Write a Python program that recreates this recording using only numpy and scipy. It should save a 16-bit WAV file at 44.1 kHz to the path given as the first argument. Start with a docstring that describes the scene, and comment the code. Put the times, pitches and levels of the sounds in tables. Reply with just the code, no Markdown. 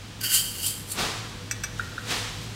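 """Sugar poured into a steel bowl

Over a low appliance hum and room hiss, sugar slides from a steel cup and patters into a mixing bowl.
The sugar is thousands of tiny noise impacts that set the bowl's decaying sine tones ringing.
The nested cups clink twice and knock twice as they are shaken empty: sine tones, with noise cracks for clinks.
Two far, reverberant swishes and a faint rustle are shaped noise; a small kitchen echoes the near sounds."""
import sys
import numpy as np
from scipy import signal
from scipy.fft import rfft, irfft, next_fast_len
from scipy.io import wavfile
from scipy.ndimage import map_coordinates

SR = 44100
rng = np.random.default_rng(int(sys.argv[2]) if len(sys.argv) > 2 else 0)


def to_wav(sig):
    """Store sig (one row per channel, or 1-D mono) as 16-bit WAV at the path in sys.argv[1].

    Samples outside -1..1 are clipped; the rate is SR.
    """
    pcm = np.clip(np.atleast_2d(sig), -1, 1) * 32767
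    pcm = np.round(pcm).astype(np.int16)
    wavfile.write(sys.argv[1], SR, pcm.T)  # frames by channels


N = 112454
TIME = np.arange(N) / SR  # seconds


def amp(db):
    """Turn decibels into a gain."""
    return 10 ** (np.asarray(db) / 20)


def unit(x):
    """Scale a sound to an rms of 1."""
    return x / np.sqrt(np.mean(x ** 2) + 1e-20)


def along(points, hz):
    """Read (frequency, value) points at any frequency, on a log axis."""
    f, v = np.transpose(points)
    return np.interp(np.log(hz + 1), np.log(f + 1), v)


def filtered(x, response):
    """Multiply the spectrum of x by a response that depends on frequency."""
    m = next_fast_len(len(x) + 8192)  # spare room so the end does not wrap onto the start
    hz = np.fft.rfftfreq(m, 1 / SR)
    return irfft(rfft(x, m) * response(hz), m)[:len(x)]


def coloured(x, spectrum):
    """Filter x by (frequency, dB) points, then scale it to an rms of 1."""
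    return unit(filtered(x, lambda hz: amp(along(spectrum, hz))))


def fade(t, t60):
    """Exponential decay that drops 60 dB in t60 seconds."""
    return np.exp(-np.log(1000) * t / t60)


def since(start):
    """Seconds since start, zero before it."""
    return np.maximum(TIME - start, 0)


def dying(x, t60s, start):
    """From start on, each frequency of x dies away at its own speed."""
    hz, t, z = signal.stft(x, SR, nperseg=256)
    decay = fade(np.maximum(t - start, 0), along(t60s, hz)[:, None])
    return signal.istft(z * decay, SR)[1][:N]


def curve(rows):
    """Draw a (time, dB) curve sample by sample, at -100 dB outside its span."""
    return np.interp(TIME, *np.transpose(rows), left=-100, right=-100)


def wobble(rate):
    """A smooth random curve with rate random points a second."""
    points = rng.standard_normal(int(N * rate / SR) + 4)
    return map_coordinates(points, [TIME * rate])


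# tone of the room hiss: (frequency [Hz], level [dB])
HISS_COLOUR = [(20, -24.5), (45, 0), (70, -8), (105, -4), (160, -2.5), (300, -9.5), (600, -17.5),
               (1200, -17), (2000, -19), (3300, -17.5), (5000, -21), (8000, -26.5), (10000, -32.5),
               (13500, -37.5), (16000, -41)]
# loudness of the room hiss: (time [s], level [dB])
HISS_LEVEL = [(0, -42.5), (1.4, -41), (1.7, -41), (1.8, -40), (2.55, -39.5)]
# hum tones, before the level curve and swell: (frequency [Hz], level [dB], pitch wander [Hz])
HUM_TONES = [(44.3, -57.5, 5.14), (103.7, -45, 6.23), (489.2, -59.5, 2.94)]
# slow level changes added to the hum: (time [s], level [dB])
HUM_LEVEL = [(0, -2.5), (.45, -0.5), (.8, 1), (1.9, 1.5), (2.3, 5.5), (2.55, 0.5)]
HUM_WANDER_PER_S, HUM_SWELL_DB = 16, 3  # random points a second; size of the random level changes


def background():
    """Filtered noise makes the hiss; sines of wavering pitch and level make the appliance hum."""
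    hiss = coloured(rng.standard_normal(N), HISS_COLOUR)
    hum = np.zeros(N)
    for hz, db, wander in HUM_TONES:
        pitch = hz + wander * wobble(HUM_WANDER_PER_S)
        turns = np.cumsum(pitch) / SR
        level = amp(db + HUM_SWELL_DB * wobble(HUM_WANDER_PER_S))
        hum += level * np.sqrt(2) * np.sin(2 * np.pi * turns)
    hiss_gain = amp(np.interp(TIME, *np.transpose(HISS_LEVEL)))
    hum_gain = amp(np.interp(TIME, *np.transpose(HUM_LEVEL)))
    return hiss_gain * hiss + hum_gain * hum


GRAINS_PER_S, GRAIN_SPREAD_DB = 9000, 0.5  # rate at a level of -30 dB; scatter of grain strength
CROWDING = 0.65  # dB of rate per dB of level


def grains(level_db, colour):
    """Tiny random impacts: a stronger flow is denser as well as louder."""
    chance = GRAINS_PER_S / SR * amp(CROWDING * (level_db + 30))
    chance = np.clip(chance, 1e-3, 1)  # of a hit at each sample
    struck = rng.random(N) < chance
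    strength = rng.standard_normal(N) * amp(GRAIN_SPREAD_DB * rng.standard_normal(N))
    even = struck * strength / np.sqrt(chance)  # same average power however dense the hits
    return amp(level_db) * coloured(even, colour)


# sugar striking the bare steel: (time [s], level [dB])
ON_STEEL = [(.2, -62), (.214, -33.5), (.227, -40), (.24, -26), (.262, -30), (.288, -33.5), (.325, -26),
            (.345, -23), (.365, -22), (.42, -34), (.536, -40.5), (.616, -37.5), (.645, -31), (.68, -36),
            (.745, -49), (.85, -66)]
# tone of grains on steel: (frequency [Hz], level [dB])
STEEL_COLOUR = [(300, -44), (900, -29), (1500, -16), (2000, -16), (2450, -18), (2850, -1.5), (3150, 2.5),
                (3450, -20), (4100, -17), (4500, -1.5), (4850, 0.5), (5400, -10.5), (6900, -6.5),
                (7400, -8), (10000, -6), (11800, -8), (14000, -5.5), (16000, -12.5)]
# sugar sliding off the cup onto the heap: (time [s], level [dB])
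ON_HEAP = [(.2, -75), (.235, -41), (.29, -37.5), (.35, -19.5), (.42, -33), (.53, -41), (.615, -40.5),
           (.64, -30.5), (.675, -28), (.7, -29.5), (.745, -39), (.8, -43.5), (.865, -51), (.89, -41),
           (.925, -31.5), (.97, -48), (1.05, -77)]
# tone of grains on the heap: (frequency [Hz], level [dB])
HEAP_COLOUR = [(500, -34), (2000, -22), (2800, -12.5), (3600, -9.5), (4400, -6.5), (5400, -9), (6900, -9.5),
               (7300, 1), (10200, -2), (11700, -9), (14000, -5.5), (16000, -21)]
# clumps that drop at once: (time [s], level [dB])
CLUMPS = [(0.34, -19), (0.664, -20), (0.917, -26.5)]
CLUMP_T60_S = 0.06
# the bowl's lowest band, smothered as sugar covers the steel: (time [s], level [dB])
BARE_BOWL = [(.2, -61), (.214, -38), (.227, -48), (.243, -34), (.28, -43.5), (.32, -38), (.37, -41),
             (.43, -50), (.52, -64)]
# tone of that lowest band: (frequency [Hz], level [dB])
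BARE_COLOUR = [(600, -32), (1200, -24), (1420, -4), (1580, 0), (1900, -4.5), (2500, -8.5), (4000, -19)]
# ringing tones of the bowl, levels against each other: (frequency [Hz], level [dB], 60 dB decay [s])
BOWL_TONES = [(1545, -6, .08), (2900, -5, .06), (3030, -2, .08), (3165, 2, .45), (4470, -6, .08),
              (4665, 1, .12), (4789, -1, .35), (5175, -5, .35), (6380, -9, .15), (6990, -7, .35),
              (7320, -6, .15), (7485, -3, .3), (8160, -6, .35), (8605, -6, .2), (9813, -6, .3),
              (11745, -7, .4), (12924, -10, .3), (14472, -10, .3)]
BOWL_DB = -9.5  # all the ringing together, against the patter


def sugar():
    """Crystals patter on steel and on the heap, and each impact sets the bowl ringing."""
    clumps = sum(amp(db) * fade(since(s), CLUMP_T60_S) * (TIME > s) for s, db in CLUMPS)
    heap_db = 20 * np.log10(np.hypot(amp(curve(ON_HEAP)), clumps))
    patter = grains(curve(ON_STEEL), STEEL_COLOUR)
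    patter += grains(heap_db, HEAP_COLOUR)
    patter += grains(curve(BARE_BOWL), BARE_COLOUR)
    ring = np.zeros(N)
    for hz, db, t60 in BOWL_TONES:
        tone = np.sin(2 * np.pi * hz * TIME) * fade(TIME, t60)
        ring += amp(db) * unit(signal.fftconvolve(patter, tone)[:N])
    return patter + amp(BOWL_DB) * patter.std() * unit(ring)


# far swishes: (peak time [s], level [dB], rise [s], hold [s], bass level [dB])
SWISHES = [(0.991, -27, 0.042, 0.029, -4.5), (2.11, -26.5, 0.059, .008, -19)]
# main tone of the swishes: (frequency [Hz], level [dB])
SWISH_COLOUR = [(120, -24), (200, -1.5), (340, -8.5), (472, -1.5), (577, -12), (719, -2), (774, -6),
                (832, -4.5), (3800, -2.5), (7740, -10.5), (15800, -26)]
# tone of their bass part: (frequency [Hz], level [dB])
SWISH_BASS = [(60, -3.5), (150, -2), (400, -2.5), (700, -9.5), (1200, -1.5), (2500, -30)]
# how long they linger in the room: (frequency [Hz], 60 dB decay [s])
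SWISH_T60 = [(200, 0.65), (1000, 0.97), (3500, 1), (8000, 0.96), (14000, .6)]


def swishes():
    """Broad rushes of noise that swell, hold briefly and die away in the room."""
    out = np.zeros(N)
    for peak, db, rise, hold, bass_db in SWISHES:
        rush = coloured(rng.standard_normal(N), SWISH_COLOUR)
        rush += amp(bass_db) * coloured(rng.standard_normal(N), SWISH_BASS)
        swell = np.exp(2 * np.minimum(TIME - peak, 0) / rise)
        out += amp(db) * swell * dying(rush, SWISH_T60, peak + hold)
    return out


# cup against cup, the last two forming one clink, levels before halving:
# (time [s], level [dB], treble tilt [dB per octave])
CLINKS = [(1.5117, -18.5, 0.5), (1.6359, -22, 0.5), (1.6401, -22.5, -2)]
# ringing tones of the cups, before the tilt: (frequency [Hz], level [dB], 60 dB decay [s])
CUP_TONES = [(1160, -15, .08), (1500, -8, .055), (1640, -6, .06), (1750, -22, .45), (1910, -22, .65),
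             (2304, -13, .16), (2610, -6, .075), (3445, -17, .15), (4759, -14, .08), (5620, -9, .05),
             (5840, 1, .06), (6060, -3, .055), (6430, -17, .2), (6810, -13, .08), (7700, -4, .045),
             (8245, -6, .05), (11550, -17, .07), (13930, -21, .11)]
# tone of the crack, before the tilt: (frequency [Hz], level [dB])
CLINK_CRACK = [(500, -20), (1050, -5), (1600, 8.5), (3000, -12), (5000, 0), (6000, 2.5), (7000, -9),
               (8400, -6.5), (10000, -13), (14000, -18), (16000, -17)]
CRACK_DB, CRACK_T60_S = 0.5, 0.047
CLINK_ATTACK_S = 0.00023


def clinks():
    """Each contact cracks and rings the hand-damped cups; its treble tilt sets the brightness."""
    out = np.zeros(N)
    for start, db, tilt_db in CLINKS:
        t = since(start)
        tilt = lambda hz: tilt_db * np.log2(hz / 4000)  # no change at 4000 Hz
        ring = np.zeros(N)
        for hz, level, t60 in CUP_TONES:
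            tone = np.sin(2 * np.pi * (hz * t + rng.random()))  # random starting phase
            ring += amp(level + tilt(hz)) * tone * fade(t, t60)
        crack_colour = [(hz, level + tilt(hz)) for hz, level in CLINK_CRACK]
        crack = coloured(rng.standard_normal(N), crack_colour) * fade(t, CRACK_T60_S)
        attack = 1 - np.exp(-t / CLINK_ATTACK_S)
        out += amp(db) * (ring + amp(CRACK_DB) * crack) * attack / 2
    return out


# a faint high rustle while the arm draws back: (time [s], level [dB])
RUSTLE = [(1.72, -70), (1.79, -45.5), (1.88, -55.5), (2.05, -57), (2.36, -52), (2.43, -44.5), (2.5, -55),
          (2.56, -62)]
# tone of the rustle: (frequency [Hz], level [dB])
RUSTLE_COLOUR = [(600, -18), (2000, 1), (4000, 4), (8000, 0), (11000, -10), (14000, -9), (16000, -18)]


def rustle():
    """Thin, lightly grained rubbing noise, made of tiny impacts."""
    return grains(curve(RUSTLE), RUSTLE_COLOUR)


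# dull knocks of the handles: (time [s], level [dB], factor on the tones' decay times)
KNOCKS = [(1.795, -6.5, 0.89), (1.9796, -9, 0.72)]
# ringing tones of the handles, before that factor: (frequency [Hz], level [dB], 60 dB decay [s])
HANDLE_TONES = [(1432, 0.5, 0.025), (1530, -14, 0.054), (1756, -30, 0.18), (1875, -37, 0.56),
                (3800, -25.5, 0.057)]
KNOCK_ATTACK_S = 0.0025


def knocks():
    """Soft contacts sound mainly one low, quickly damped tone."""
    out = np.zeros(N)
    for start, db, length in KNOCKS:
        t = since(start)
        ring = np.zeros(N)
        for hz, level, t60 in HANDLE_TONES:
            ring += amp(level) * np.sin(2 * np.pi * hz * t) * fade(t, length * t60)
        attack = 1 - np.exp(-(t / KNOCK_ATTACK_S) ** 2)
        out += amp(db) * ring * attack
    return out


# how long the kitchen echoes: (frequency [Hz], 60 dB decay [s])
ROOM_T60 = [(200, 0.37), (1700, 0.88), (6000, 0.49), (14000, 0.4)]
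WALL_DB = -18.5  # early copies, before their random strengths


def kitchen(x, wet_db):
    """Add early copies from the counter and wall, and a short diffuse tail of fading noise."""
    build_up = 1 - np.exp(-TIME / 0.0027)
    tail = dying(rng.standard_normal(N), ROOM_T60, 0) * build_up
    answer = amp(wet_db) * tail / np.linalg.norm(tail)
    delays = rng.uniform(0.003, 0.016, size=6)  # seconds
    answer[(delays * SR).astype(int)] += amp(WALL_DB) * rng.uniform(-1.1, 1, size=6)
    return x + signal.fftconvolve(x, answer)[:N]


def scene():
    """Mix all the sounds and send them to both channels alike."""
    near = kitchen(sugar() + rustle(), wet_db=-14.5)
    near += kitchen(clinks(), wet_db=-13.5)
    near += kitchen(knocks(), wet_db=-12)
    mono = near + swishes() + background()
    return np.array([mono, mono])


TOP_HZ = 15800


def record(dry):
    """The camera keeps nothing at or above its band limit."""
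    return np.array([filtered(channel, lambda hz: hz < TOP_HZ) for channel in dry])


dry = scene()
out = record(dry)
to_wav(out)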